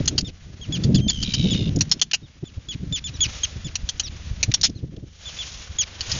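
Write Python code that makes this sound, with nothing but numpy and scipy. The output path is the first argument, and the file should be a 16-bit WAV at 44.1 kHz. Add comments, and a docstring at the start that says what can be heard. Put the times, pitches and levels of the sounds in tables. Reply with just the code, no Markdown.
"""Open, windy shore: terns swoop at an intruder.
Eddies rumble and buffet the microphone. Background hiss dips after loud calls and creeps back.
The nearest bird dives with sharp 'kek' notes: chaotic syrinx pulses ringing the throat.
Others give falling 'kip' whistles that break into rasp, a chopped trill and a dry, pulsed rattle."""
import sys
import numpy as np
from scipy import signal
from scipy.fft import rfft, irfft
from scipy.io import wavfile
from scipy.ndimage import uniform_filter1d

SR = 44100
rng = np.random.default_rng(int(sys.argv[2]) if len(sys.argv) > 2 else 0)


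def to_wav(s):
    """Save 16-bit WAV."""
    ch = np.atleast_2d(s).T  # columns
    pcm = np.round(np.clip(ch, -1, 1) * 32767)  # PCM
    wavfile.write(sys.argv[1], SR, pcm.astype(np.int16))


N = 272979
TIME_S = np.arange(N) / SR

# wind strength, deep rumble and hiss over time: t/s, level/dB
WIND_LEVEL = [(0.0, -34), (0.24, -29), (0.33, -52.5), (0.6, -43.5), (0.75, -24.5), (0.97, -15.5),
              (1.15, -34.5), (1.42, -21.5), (1.77, -23.5), (2.05, -47), (2.4, -53.5), (2.9, -38.5),
              (3.35, -47), (4.3, -46.5), (4.85, -33.5), (5.17, -60), (5.45, -49), (6.19, -55)]
DEEP_LEVEL = [(0.0, -29), (0.42, -43), (1.05, -28), (1.45, -33), (1.75, -29.5), (2.1, -50.5), (2.4, -48),
              (2.9, -36), (3.6, -37.5), (4.15, -36), (4.5, -31.5), (4.85, -40.5), (5.2, -48), (5.6, -38),
              (5.98, -44.5), (6.12, -34.5), (6.19, -36)]
HISS_LEVEL = [(0.0, -50.5), (0.28, -66), (0.6, -62), (0.8, -54), (1.05, -66), (1.35, -58.5), (1.9, -58.5),
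              (2.05, -69), (2.55, -65.5), (3.05, -62), (3.3, -51.5), (3.75, -58), (4.52, -56), (4.75, -69),
              (5.05, -72), (5.3, -53.5), (5.85, -55.5), (6.19, -43.5)]
# rumble and hiss spectra: f/Hz, level/dB
DEEP_SPECTRUM = [(18, -7), (35, -10), (60, 0), (90, -1.5), (120, -14.5), (200, -27)]
MID_SPECTRUM = [(60, -17), (105, -0.5), (150, 1.5), (210, -4), (280, -15.5), (420, -40.5)]
UPPER_SPECTRUM = [(170, -17.5), (280, 7), (350, 0), (450, -5.5), (650, -15), (1000, -36.5), (1600, -63)]
HISS_BODY_SPECTRUM = [(200, -13.5), (500, 2.5), (900, -1.5), (1500, 1), (2300, 1), (3300, 0), (5000, -4),
                      (7000, -18.5)]
HISS_TOP_SPECTRUM = [(1500, -17), (2500, -2), (3400, 3), (4500, -1.5), (6000, 3), (7000, -0.5)]
# treble swells of the hiss: peak t/s, half width/s, level/dB
HISS_SWELLS = [(1.42, 0.22, -46.5), (3.38, 0.14, -45.5), (4.655, 0.019, -27), (5.45, 0.23, -43.5),
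               (6.19, 0.14, -35.5)]
# single eddies: t/s, level/dB, f/Hz, length/s
EDDIES = [(0.002, -9, 166, 0.015), (0.228, -14.5, 90, 0.02), (0.68, -16.5, 94, 0.022),
          (0.842, -9, 125.4, 0.029), (0.944, -15.5, 207, 0.033), (1.058, -14.5, 223, 0.018),
          (1.441, -7, 181, 0.037), (1.7, -17, 98.3, 0.037), (1.763, -11, 221, 0.021),
          (2.217, -29.5, 120, 0.041), (2.425, -17, 202, 0.019), (2.569, -17.5, 114.6, 0.022),
          (2.749, -18.5, 124, 0.016), (2.824, -19, 161, 0.025), (2.908, -16.5, 114, 0.031),
          (3.185, -21.5, 64.6, 0.023), (3.255, -17.5, 105, 0.021), (3.555, -20.5, 103, 0.026),
          (3.647, -19.5, 134, 0.033), (3.829, -16, 61.6, 0.026), (4.477, -8.5, 118, 0.033),
          (4.684, -24.5, 214, 0.026), (4.753, -20.5, 107, 0.018), (4.825, -17, 128, 0.019),
          (5.022, -24, 162, 0.028), (6.129, -23.5, 125, 0.064)]
# throat resonances of the rattle: f/Hz, width/Hz, level/dB
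RATTLE_FORMANTS = [(2740, 480, -2.5), (3740, 220, 4.5), (5200, 700, -11.5)]
# trill contour: t/s, f/Hz, level/dB, chop depth/0-1
TRILL_CONTOUR = [(1.007, 2960, -42.5, 0.12), (1.019, 3194, -41.5, 0.06), (1.068, 3140, -40.5, 0),
                 (1.113, 3230, -29, 1), (1.161, 3070, -33, 0.6), (1.204, 2970, -32.5, 0.98),
                 (1.226, 3150, -30, 0.6)]
# kip calls: t/s, length/s, f/Hz, level/dB, octave/dB re tone, 1.5 f overtone/dB re tone
KIP_CALLS = [(0.246, 0.058, 3630, -38, -6, -12), (0.612, 0.058, 3290, -39, -10.5, -36),
             (0.723, 0.057, 3390, -27, -8, -19), (0.948, 0.062, 3490, -31.5, -6.5, -36),
             (1.083, 0.03, 3550, -20, -1.5, -50), (1.506, 0.053, 3450, -25.5, -7, -17),
             (2.23, 0.058, 3760, -54.5, -21, -16), (2.452, 0.057, 3540, -47.5, -8, -26),
             (2.686, 0.063, 3400, -31, -7, -29.5), (2.924, 0.071, 3548, -25.5, -3, -28),
             (3.04, 0.061, 3533, -31.5, -3, -18.5), (3.139, 0.038, 3950, -45, -3.5, 0),
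             (3.205, 0.064, 3399, -19.5, -1.5, -45), (3.433, 0.0251, 3270, -21, -0.5, -31),
             (3.645, 0.048, 3510, -37.5, -2.5, -11), (4.034, 0.053, 3850, -39.5, -28, 4.5),
             (4.752, 0.053, 4230, -51, -38, -10), (5.255, 0.064, 3510, -35, -11, -34),
             (5.387, 0.059, 3480, -29.5, -17, -35), (5.7847, 0.058, 3366, -23.5, 3, -20)]
# arch and fall of a kip: share of length, pitch ratio, level/dB, roughness/0-1
KIP_CONTOUR = [(0, .985, -1, 0), (.18, 1, -.5, 0), (.33, .995, 0, 0), (.5, .94, 0, .08),
               (.6, .875, -4, .25), (.72, .81, -9.5, .6), (.86, .745, -11, .7), (1, .68, -18, .75)]
# further ticks, mostly alone, one just before the kek at 4.54 s: t/s, level/dB, f/Hz
EXTRA_TICKS = [(0.208, -27.5, 4500), (1.76, -26, 6670), (1.935, -32, 4700), (4.5153, -25.5, 2400),
               (4.696, -40, 4750), (4.964, -47.5, 2900)]
# kek notes: t/s, hold/s, low f/Hz, level/dB, upper f/Hz, level/dB, lead-in tick share/0-1
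KEK_NOTES = [(0.076, 0.0069, 3340, -23, 6280, -19.5, 0.4), (0.1789, 0.0091, 3100, -24, 4700, -20.5, 0.05),
             (0.836, 0.0084, 3530, -34, 4480, -34.5, 0.13), (0.945, 0.014, 3220, -31.5, 4590, -31, 0.07),
             (1.098, 0.0048, 3330, -41, 4640, -23.5, 0.4), (1.226, 0.0093, 3260, -27, 4640, -30, 0.1),
             (1.337, 0.011, 3110, -24.5, 4900, -27, 0.2), (1.8075, 0.008, 2730, -26.5, 5660, -19, 0.18),
             (1.9136, 0.0095, 3440, -31, 5230, -17, 0.08), (2.0142, 0.0086, 3290, -17, 5840, -20.5, 0.15),
             (2.1322, 0.015, 2820, -18.5, 5450, -56, 0.54), (3.754, 0.0041, 2820, -26, 5770, -24.5, 0),
             (3.889, 0.0062, 3330, -25, 5980, -27, 0.05), (3.996, 0.0054, 3080, -23.5, 5870, -22.5, 0.06),
             (4.4283, 0.007, 2490, -20.5, 5870, -20.5, .05), (4.5386, 0.008, 3520, -20, 5470, -18.5, 0.1),
             (4.6317, 0.022, 3770, -28.5, 5090, -18, 0.74), (6.007, 0.005, 3040, -30.5, 4540, -28.5, 0),
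             (6.1153, 0.0078, 3240, -32.5, 4980, -24, 0.5)]
# weak throat resonances of all keks: f/Hz, level/dB re upper resonance
KEK_FORMANTS = [(4350, -8.5), (6400, -16)]


def from_db(db):
    """Decibels to gain."""
    return 10 ** (np.asarray(db) / 20)


def unit_rms(x):
    """Scale to rms 1."""
    return x / np.sqrt(np.mean(x ** 2) + 1e-20)


def even(x, samples):
    """Hold the running rms at 1."""
    return x / np.sqrt(np.abs(uniform_filter1d(x * x, samples)) + 1e-12)


def curves(rows, at):
    """Interpolate each column against the first."""
    knots, *columns = np.transpose(rows)
    return [np.interp(at, knots, column) for column in columns]


def add(out, start_s, sound):
    """Mix in at a start time."""
    i = max(int(start_s * SR), 0)
    out[i:i + len(sound)] += sound[:max(N - i, 0)]


def drift(rate_hz, samples):
    """Unit normal draws at rate_hz, joined by lines."""
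    return np.interp(np.arange(samples) * rate_hz / SR, np.arange(samples), rng.standard_normal(samples))


def resonate(x, hz, *widths_hz):
    """Unity-peak resonators at hz in series, one per width."""
    for width_hz in widths_hz:
        r = np.exp(-np.pi * width_hz / SR)
        feedback = [1, -2 * r * np.cos(2 * np.pi * hz / SR), r * r]
        x = signal.lfilter(np.array([1, 0, -1]) * (1 - r * r) / 2, feedback, x)
    return x


def noise(spectrum):
    """Coloured noise, rms 1, 12 dB/octave skirts."""
    hz, db = np.transpose(spectrum)
    bins_hz = np.maximum(np.fft.rfftfreq(N, 1 / SR), 1)
    gain = from_db(np.interp(np.log(bins_hz), np.log(hz), db))
    skirts = np.minimum(bins_hz / hz[0], 1) ** 2 * np.minimum(hz[-1] / bins_hz, 1) ** 2
    return unit_rms(irfft(rfft(rng.standard_normal(N)) * gain * skirts, N))


def gate(t, length, rise, fall):
    """Trapezoid envelope."""
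    return np.clip(t / rise, 0, 1) * np.clip((length - t) / fall, 0, 1)


def phase_rad(hz):
    """Running phase."""
    return 2 * np.pi * np.cumsum(hz) / SR


def pulses(hz):
    """One click per syrinx closure."""
    return np.diff(np.floor(np.cumsum(hz) / SR), prepend=-1)


def hiss(body_db=7.0, top_db=6.5, swell_db=4.5, flutter_db=2.0):
    """Background hiss on a set curve: dips after loud calls, creeps back; a few treble swells."""
    level_db, = curves(HISS_LEVEL, TIME_S)
    swells = sum(from_db(db + swell_db) * np.exp(-((TIME_S - peak_s) / width_s) ** 2)
                 for peak_s, width_s, db in HISS_SWELLS)
    body = from_db(level_db + body_db) * noise(HISS_BODY_SPECTRUM)
    top = np.hypot(from_db(level_db + top_db), swells) * noise(HISS_TOP_SPECTRUM)
    return (body + top) * from_db(flutter_db * drift(90, N))


def wind(lump_db=4.5, low_db=-1.5, upper_db=-13.5, upper_lump_db=6.0, breeze_db=-30, upper_growth=1.016):
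    """Eddies on the microphone port: lumpy rumble in three bands."""
    strength_db, = curves(WIND_LEVEL, TIME_S)
    deep_db, = curves(DEEP_LEVEL, TIME_S)
    deep = from_db(deep_db + low_db) * even(noise(DEEP_SPECTRUM), 2500)
    mid = from_db(strength_db + low_db) * even(noise(MID_SPECTRUM), 1500)
    gust_db = breeze_db + upper_growth * (strength_db - breeze_db) + upper_lump_db * drift(30, N)
    upper = from_db(gust_db + upper_db) * even(noise(UPPER_SPECTRUM), 1500)
    return (deep + mid + upper) * from_db(lump_db * drift(70, N))


def buffets(level_db=-4.0, churn_db=-16.5, stir_power=1.8):
    """Single eddies rock the air at the port; faster swings stir more upper rumble."""
    swings, stir = np.zeros(N), np.zeros(N)
    for start_s, db, hz, length_s in EDDIES:
        swell = from_db(db + level_db) * np.sqrt(np.hanning(int(length_s * SR)).clip(0))
        waver = 1 + .45 * np.tanh(drift(250, len(swell)))
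        add(swings, start_s, swell * np.sin(phase_rad(hz * waver) + rng.uniform(0, 2 * np.pi)))
        add(stir, start_s, swell * (hz / 130) ** stir_power)
    return swings + stir * from_db(churn_db) * even(noise(UPPER_SPECTRUM), 1500)


def ground_scatter(sound, decay_s=0.027, delay_s=0.006):
    """Short, diffuse tail off uneven ground."""
    t = np.arange(SR // 6) / SR
    tail = rng.standard_normal(len(t)) * np.exp(-t / decay_s) * (t > delay_s)
    return signal.fftconvolve(sound, tail / np.linalg.norm(tail))[:N]


def rattle(start_s=1.2445, peak_s=1.367, end_s=1.693, peak_db=-27.5, rise_db_per_s=16, fade_db_per_s=20.5,
           pulse_hz=800, sag_hz_per_s=210, syllable_hz=66.9, tiring=0.22, sweep=0.068, breath=0.092):
    """Syrinx pulses ring the throat in uneven, buzzy syllables; both slow as the cry runs out."""
    t = np.arange(start_s, end_s, 1 / SR)
    age_s = t - start_s
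    syllable_phase = np.cumsum(syllable_hz * (1 - tiring * (age_s / age_s[-1]) ** 6)) / SR % 1
    bend = 1 + sweep * (syllable_phase - .3) + .017 * drift(500, len(t))
    source = pulses((pulse_hz - sag_hz_per_s * age_s) * bend) + breath * rng.standard_normal(len(t))
    voice = sum((-1) ** k * from_db(db) * resonate(source, hz, width_hz)
                for k, (hz, width_hz, db) in enumerate(RATTLE_FORMANTS))
    voice = signal.sosfilt(signal.butter(4, 2100, "high", fs=SR, output="sos"), voice)
    level_db = peak_db - np.maximum(rise_db_per_s * (peak_s - t), fade_db_per_s * (t - peak_s))
    level_db += 1.8 * drift(syllable_hz, len(t))
    opening = gate(syllable_phase, length=.76, rise=.05, fall=.3) + .07
    out = np.zeros(N)
    add(out, start_s, unit_rms(voice) * from_db(level_db) * opening)
    return out


def trill(notes_per_s=70, chop_origin_s=1.112, flick=0.16, jitter=0.026, octave_db=-9.5, rasp_db=-6.0):
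    """Thin whistle, chopped into raspy notes that flick up in pitch at their ends."""
    start_s, end_s = TRILL_CONTOUR[0][0], TRILL_CONTOUR[-1][0]
    t = np.arange(start_s, end_s, 1 / SR)
    hz, db, depth = curves(TRILL_CONTOUR, t)
    shut = depth * (1 - np.abs(np.sin(np.pi * notes_per_s * (t - chop_origin_s))))
    phase = phase_rad(hz * (1 + flick * shut) * (1 + jitter * depth * drift(1700, len(t))))
    tone = np.sqrt(2) * (np.sin(phase) + from_db(octave_db) * np.sin(2 * phase))
    rasp = depth * from_db(rasp_db) * unit_rms(resonate(rng.standard_normal(len(t)), 4500, 3400))
    envelope = (1 - shut) ** 2 * from_db(db) * gate(t - start_s, end_s - start_s, .003, .003)
    out = np.zeros(N)
    add(out, start_s, (tone + rasp) * envelope)
    return out


def kips(waver=0.0096, jitter=0.043, kink=0.025, shimmer_db=2.5, doubling_db=-1.5, split=0.42,
         rasp_db=1.0, creak_hz=420, tick_db=-8.0, tick_decay_s=0.0057):
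    """Tick, then whistle; as pitch falls, the period doubles and tone gives way to rasp."""
    out = np.zeros(N)
    for start_s, length_s, hz, db, octave_db, overtone_db in KIP_CALLS:
        t = np.arange(int(length_s * SR)) / SR
        bend, shape_db, rough = curves(KIP_CONTOUR, t / length_s)
        bend **= min(length_s / .05, 1)   # short calls fall less
        hoarse = min(from_db(overtone_db), 1) ** .5
        shape_db *= 1 - .81 * hoarse   # hoarse calls fade less
        wobble = (waver + jitter * rough) * drift(2500, len(t)) + kink * rough * drift(160, len(t))
        phase = phase_rad(hz * bend * (1 + wobble))
        tone = np.sin(phase) + from_db(octave_db + shimmer_db * drift(210, len(t))) * np.sin(2 * phase)
        tone += (from_db(overtone_db) + rough * from_db(doubling_db)) * np.sin(1.5 * phase)
        tone *= 1 + split * rough * np.cos(phase / 4)   # second period doubling
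        air = unit_rms(resonate(resonate(rng.standard_normal(len(t)), 2000, 3600), 3600, 6300))
        voice = np.sqrt(2) * tone * (1 - rough / 2) + air * rough * from_db(rasp_db)
        creak = 1 + rough * np.cos(phase_rad(creak_hz * np.exp(.19 * drift(500, len(t)))))
        tick = air * from_db(tick_db) * np.exp(-t / tick_decay_s)
        call = voice * creak * gate(t, length_s, rise=.0018, fall=.00048) + tick
        add(out, start_s, call * from_db(db + shape_db))
    return out


def ticks(lead_s=0.0195, hold_s=0.005, decay_s=0.0025, level_db=-0.5):
    """Dry chips: the voice catches before a kek, on its louder resonance; a few more are listed apart, most of
    them alone."""
    out, t = np.zeros(N), np.arange(SR // 50) / SR
    chips = [(start_s, from_db(db), hz) for start_s, db, hz in EXTRA_TICKS]
    for start_s, _, low_hz, low_db, upper_hz, upper_db, share in KEK_NOTES:
        db, hz = max((low_db, low_hz), (upper_db, upper_hz))
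        chips.append((start_s - lead_s, share * from_db(db), hz))
    envelope = from_db(level_db) * np.exp(-np.maximum(t - hold_s, 0) / decay_s)
    for start_s, gain, hz in chips:
        chip = even(resonate(rng.standard_normal(len(t)), hz, 2200, 9000), 130)
        add(out, start_s, chip * gain * envelope)
    return out


def keks(floor_hz=300, excess_hz=1300, slowing_s=0.012, jitter=0.3, breath=0.42,
         rasp_db=1.0, chest_db=-11.5, thud_db=-22.5, rise_s=0.001, fade_db_per_s=1580):
    """Chaotic pulses ring the throat and slow as pressure drops."""
    out, t = np.zeros(N), np.arange(SR // 16) / SR
    for start_s, hold_s, low_hz, low_db, upper_hz, upper_db, _ in KEK_NOTES:
        throat = [(low_hz, low_db), (upper_hz, upper_db)]
        throat += [(hz, upper_db + db) for hz, db in KEK_FORMANTS]
        rate_hz = (floor_hz + excess_hz * np.exp(-t / slowing_s)) * np.exp(jitter * drift(900, len(t)))
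        clicks = pulses(rate_hz)
        opening = signal.lfilter([1], [1, -.94], clicks)
        source = clicks + breath * opening * rng.standard_normal(len(t))
        voice = sum(from_db(db) * even(resonate(source, hz, 380, 1300), 260) for hz, db in throat)
        rasp = from_db(rasp_db) * even(resonate(source, 4200, 3200, 7900), 260)
        chest = from_db(chest_db) * even(resonate(source, 1890, 990), 260)
        thud = from_db(thud_db) * even(resonate(source, 860, 400), 260)
        crack = (rasp + chest + thud) * np.std(voice)
        envelope = np.minimum(t / rise_s, 1) * from_db(-fade_db_per_s * np.maximum(t - hold_s, 0))
        add(out, start_s, (voice + crack) * envelope)
    return out


def scene(ground_db=-35.0):
    """Terns overhead in open air, over the wind; mono."""
    birds = kips() + keks() + ticks() + trill() + rattle()
    return (birds + from_db(ground_db) * ground_scatter(birds) + wind() + buffets() + hiss())[None]


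def record(dry):
    """Narrow band: steep cut at 7 kHz, further roll-off from 9.5 kHz."""
    narrow = signal.sosfilt(signal.ellip(8, .3, 46, 7000, fs=SR, output="sos"), dry)
    return signal.sosfilt(signal.butter(6, 9500, fs=SR, output="sos"), narrow)


dry = scene()
out = record(dry)
to_wav(out)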